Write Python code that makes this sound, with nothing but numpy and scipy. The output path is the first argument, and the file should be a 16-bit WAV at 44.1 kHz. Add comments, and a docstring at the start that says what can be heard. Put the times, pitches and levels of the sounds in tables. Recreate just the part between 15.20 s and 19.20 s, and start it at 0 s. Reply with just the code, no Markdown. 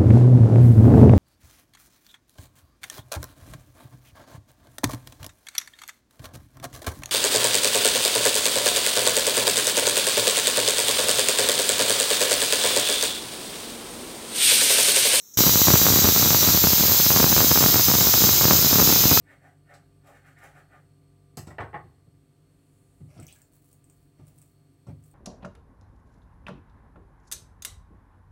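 """A pressure cooker vents on a stove in a small brick kitchen, close to the microphone.
After a moment of faint room hiss and one light tick, the steam jet cuts in at full strength:
a bright hiss with narrow resonances, over irregular low pops that sputter in clusters."""
import sys
import numpy as np
from scipy import signal
from scipy.fft import rfft, irfft
from scipy.io import wavfile
from scipy.ndimage import uniform_filter1d

SR = 44100
rng = np.random.default_rng(int(sys.argv[2]) if len(sys.argv) > 2 else 0)


def dump(signal):
    """Clip the signal to [-1, 1] and save it as 16-bit WAV at the path in sys.argv[1]."""
    limited = np.clip(np.atleast_2d(signal).T, -1, 1)
    pcm = np.round(limited * 32767).astype(np.int16)
    wavfile.write(sys.argv[1], SR, pcm)


N = 176400

# loud pops (s, level of the crack dB, level of the thump dB)
POPS = [(0.189, -15, -15), (0.2062, -9, -11), (0.237, -11, -19),
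        (0.2669, -9, -12), (0.2943, -9, -15), (0.3571, -8, -11), (0.4169, -8, -12),
        (0.4724, -11, -15), (0.4832, -3, -13), (0.4873, -11, -13), (0.5041, -4, -11), (0.5367, -7, -12),
        (0.5407, -7, -9), (0.5565, -5, -19), (0.6162, -9, -19), (0.6569, -12, -13), (0.6669, -3, -18),
        (0.6859, -7, -24), (0.7022, -10, -13), (0.724, -11, -16), (0.7608, -12, -11),
        (0.7883, -10, -15), (0.8444, -8, -10),
        (0.8507, -10, -14), (0.8555, -8, -18), (0.8749, -10, -15), (0.888, -7, -10), (0.9619, -9, -20),
        (1.029, -9, -16), (1.0596, -10, -17), (1.1056, -9, -14), (1.147, -4, -15), (1.231, -11, -17),
        (1.2759, -10, -13), (1.2872, -10, -16), (1.347, -12, -15),
        (1.4402, -7, -10), (1.4483, -12, -12), (1.4712, -7, -13), (1.5327, -10, -12),
        (1.608, -13, -16), (1.637, -12, -14), (1.719, -13, -16), (1.801, -10, -15), (1.864, -12, -15),
        (1.905, -5, -17), (1.9167, -10, -14), (1.9626, -6, -13), (1.9731, -6, -21), (1.9994, -8, -14),
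        (2.0038, -6, -11), (2.0294, -7, -14), (2.0423, -3, -8), (2.065, -12, -17),
        (2.1277, -8, -13), (2.1655, -6, -20),
        (2.1792, -8, -13), (2.2056, -4, -19), (2.2159, -9, -16), (2.2452, -12, -14), (2.3156, -5, -10),
        (2.3598, -8, -18), (2.375, -5, -16), (2.4083, -11, -16), (2.4278, -7, -15),
        (2.4396, -5, -16), (2.4618, -6, -12), (2.5434, -7, -13), (2.5581, -9, -15),
        (2.5961, -9, -16), (2.6845, -10, -12), (2.701, -11, -17), (2.7155, -9, -20), (2.7395, -9, -16), (2.7525, -9, -17),
        (2.8091, -9, -15), (2.871, -9, -14), (2.9394, -4, -24), (3.021, -11, -16), (3.0398, -8, -14), (3.0923, -6, -18),
        (3.2114, -9, -16), (3.2428, -8, -21), (3.2536, -6, -8), (3.2825, -8, -12), (3.3098, 0, -11),
        (3.3148, -10, -14), (3.3235, -9, -19), (3.3344, -10, -12), (3.447, -13, -15),
        (3.5304, -9, -12), (3.5575, -9, -12),
        (3.585, -9, -13), (3.5966, -9, -14), (3.6015, -5, -12), (3.6165, -10, -13), (3.6264, -10, -13),
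        (3.6752, -10, -12), (3.6925, -10, -15), (3.7252, -9, -14), (3.7604, -9, -18), (3.8397, -10, -17),
        (3.8549, -10, -7.5), (3.9134, -8, -11), (3.9184, -9, -11), (3.931, -12, -16),
        (3.975, -5, -16)]  # fixed
# colour of a pop (Hz, dB)
POP_COLOUR = [(25, 3), (42, 18), (60, 30.5), (80, 37.2), (125, 39.7), (200, 37.7), (320, 33.6), (450, 27.7), (700, 21.1), (1150, 21.4), (1900, 12.5), (2700, 10.5), (4200, -1), (9000, -49)]
THUMP_HZ, CRACK_HZ = 260, 680  # a pop's thump lies below the first, its crack above the second
SPUTTER_PER_S, SPUTTER_TOP_DB, SPUTTER_RANGE_DB, SPUTTER_THUMP_DB = 280, -12.8, 14, -5
CLUSTER_S, CLUSTER_SHARE = 0.066, 0.22  # small pops crowd round the loud ones
JET_ON_S, JET_ATTACK_S = 0.172, 0.0014
# hiss of the steam jet (Hz, dB per Hz)
JET = [(60, -40), (600, -19.5), (1300, -18.3), (2000, -19.5), (3000, -15.8), (3500, -12.0), (3950, -9.2), (4350, -11.3),
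       (4700, -8.5), (5600, -7.5), (6400, -6.0), (7050, -8.5), (8100, -16.5), (8900, -20.5), (9300, -26.5),
       (9850, -18.0), (10400, -20.0), (10800, -16.5), (11400, -20.0), (12000, -13.0), (12900, -4.5), (13500, -5.0),
       (14100, 0.0), (14550, -6.0), (15300, -5.0), (15750, -9.5)]  # fixed
# narrow peaks and dips of the jet, which change as the microphone settles (Hz, width Hz, dB at first, dB later)
RESONANCES = [(3790, 34, 4.0, 4.5), (3995, 70, 3.5, 3.5), (4130, 90, 3.5, 3.0), (4745, 80, 3.0, 1.5),
              (4910, 120, -4.0, -1.0), (5015, 50, 3.5, 3.5), (5230, 97, -3.5, 4.0),
              (5432, 64, 6.0, 5.0), (5560, 80, -3.0, -2.5), (5960, 150, 7.0, -4.0), (6230, 80, -1.0, 7.5),
              (6940, 47, 2.0, 1.5),
              (7370.0, 184, -0.5, -4.5), (7520.0, 173, 6.0, 7.0), (7920.0, 123, 4.5, -1.0),
              (8680.0, 106, 4.5, 4.0), (9300.0, 352, 3.0, -2.5), (12620.0, 163, 1.5, -4.0),
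              (14790.0, 172, 2.0, 7.0)]  # fixed
SETTLE_FROM_S, SETTLE_TO_S = 1.02, 1.62
SPLIT_HZ = 9500  # the hiss lies below, the fizz above
SWELL_DB, FLUTTER_DB, PATCH_DB, RIPPLE_DB = 0.2, 0.44, 0.4, 2.55
# low rush of the jet (Hz, dB per Hz)
ROAR = [(25, -18), (48, -6), (85, 8.5), (170, 0.8), (600, -19), (4000, -37)]
ROAR_DB = -36
# quiet room before the jet (Hz, dB per Hz)
ROOM = [(30, -30), (100, -11), (480, -13), (620, -25), (1100, -21), (2900, -29), (3980, -13), (4800, -32), (5500, -4), (6500, -3), (9300, -25), (14200, -8)]
ROOM_DB = -48
TICK_S, TICK_DB, TICK_RISE_S, TICK_T60_S = 0.137, -35, .004, 0.094
# colour of the tick (Hz, dB per Hz)
TICK = [(4500, -23), (5400, 5), (6800, 7), (9500, -24), (14000, -11)]
EDGE_HZ = 15740  # fixed
FRAME, HOP = 2048, 512  # fixed
HISS_DB, FIZZ_DB = -20.5, -16.6  # strength of the jet
# moments when the sputter pauses (s)
LULLS = [.385, .435, .94, 1.405, 1.562, 1.78, 1.843, 1.885, 2.915, 2.655]
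LULL_S = .021
# one pop rings briefly (s, Hz, dB, t60 s)
RING = (3.9735, 1280, -9, .02)


def amp(db):
    """Decibels to gain."""
    return 10 ** (np.asarray(db) / 20)


def unit(x):
    """Scales to rms 1."""
    return x / np.sqrt(np.mean(x ** 2) + 1e-20)


def read(points, hz):
    """Reads a spectrum on a log-frequency axis."""
    f, value = np.transpose(points)
    return np.interp(np.log(hz + 1), np.log(f + 1), value)


def add(mix, s, sound):
    """Mixes a sound in at time s."""
    part = mix[max(round(s * SR), 0):][:len(sound)]
    part += sound[:len(part)]


def noise(colour):
    """Steady noise of the given colour, rms 1."""
    return unit(irfft(rfft(rng.standard_normal(N)) * amp(read(colour, np.fft.rfftfreq(N, 1 / SR))), N))


def drift(shape, size):
    """Smooth chance of rms 1, with a grain of the given size along each axis."""
    z = rng.standard_normal(shape)
    for axis, length in enumerate(size):
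        z = uniform_filter1d(uniform_filter1d(z, length, axis), length, axis)
    return unit(z)


def pop(crack_db, thump_db, size=4096):
    """One pressure spike: a sudden push or pull, then a slow swing back."""
    hz = np.fft.rfftfreq(size, 1 / SR)
    gain = np.log(amp(read(POP_COLOUR, hz) + read([(THUMP_HZ, thump_db), (CRACK_HZ, crack_db)], hz)))
    causal = np.conj(signal.hilbert(np.r_[gain, gain[-2:0:-1]]))
    return irfft(np.exp(causal[:len(hz)]), size)


def sputter():
    """Loud single pops, with a crowd of small ones that thickens around them and stops in the lulls."""
    loud, crowd = np.zeros(N), np.zeros(N)
    for (s, crack_db, thump_db), sign in zip(POPS, rng.choice([-1, 1], len(POPS))):
        add(loud, s, sign * pop(crack_db, thump_db))
        add(crowd, s - CLUSTER_S / 2, amp(crack_db) * np.hanning(round(CLUSTER_S * SR)))
    share = np.clip(CLUSTER_SHARE, 0, 1)
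    rate = SPUTTER_PER_S * activity() * (1 - share + share * crowd / crowd.mean())
    sizes = amp(SPUTTER_TOP_DB - SPUTTER_RANGE_DB * np.sqrt(rng.random(N))) * rng.choice([-1, 1], N)
    small = signal.oaconvolve(sizes * (rng.random(N) < rate / SR), pop(0, SPUTTER_THUMP_DB))[:N]
    return loud + small + ring()


def jet():
    """Turbulent steam through narrow resonances; near walls add a fine, slowly shifting ripple."""
    hz, t, z = signal.stft(rng.standard_normal(N), SR, nperseg=FRAME, noverlap=FRAME - HOP)
    settled = np.interp(t, [SETTLE_FROM_S, SETTLE_TO_S], [0, 1])
    field = read(JET, hz)[:, None] + PATCH_DB * drift(z.shape, size=(24, 4)) + RIPPLE_DB * drift(z.shape, size=(1, 70))
    for centre, width, first_db, later_db in RESONANCES:
        field = field + np.outer(1 / (1 + (2 * (hz - centre) / width) ** 2), first_db + (later_db - first_db) * settled)
    z = z * amp(field)
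    low, out = (hz < SPLIT_HZ)[:, None], np.zeros(N)
    for band, level_db in ((low, HISS_DB), (~low, FIZZ_DB)):
        steam = unit(signal.istft(z * band, SR, nperseg=FRAME, noverlap=FRAME - HOP)[1][:N])
        out += steam * amp(level_db)
    return out * amp(SWELL_DB * drift(N, size=(1500,)) + FLUTTER_DB * drift(N, size=(120,)))


def room():
    """Faint high room hiss and one light tick."""
    age = np.maximum(np.arange(N) / SR - TICK_S, 0)
    tick = np.minimum(age / TICK_RISE_S, 1) * amp(TICK_DB - 60 * age / TICK_T60_S)
    return amp(ROOM_DB) * noise(ROOM) + tick * noise(TICK)


def roar():
    """Dull low rush of the jet between the pops."""
    return amp(ROAR_DB) * noise(ROAR)


def activity():
    """How busy the sputter is: 1, falling to 0 in the lulls."""
    t = np.arange(N) / SR
    return np.prod([1 - np.exp(-((t - s) / LULL_S) ** 2) for s in LULLS], axis=0)


def ring():
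    """The short ring of one late pop."""
    s, hz, db, t60 = RING
    age = np.maximum(np.arange(N) / SR - s, 0)
    return amp(db) * np.exp(-np.log(1000) * age / t60) * np.sin(2 * np.pi * hz * age)


def scene():
    """The quiet room gives way abruptly to the venting cooker."""
    on = np.clip((np.arange(N) / SR - JET_ON_S) / JET_ATTACK_S, 0, 1)
    return ((1 - on) * room() + on * (jet() + roar() + sputter()))[None]


def record(dry):
    """Full-scale limit, then the band limit."""
    return signal.oaconvolve(np.clip(dry, -1, 1), signal.firwin(1023, EDGE_HZ, window=("kaiser", 9), fs=SR)[None], "same")  # fixed


dry = scene()
out = record(dry)
dump(out)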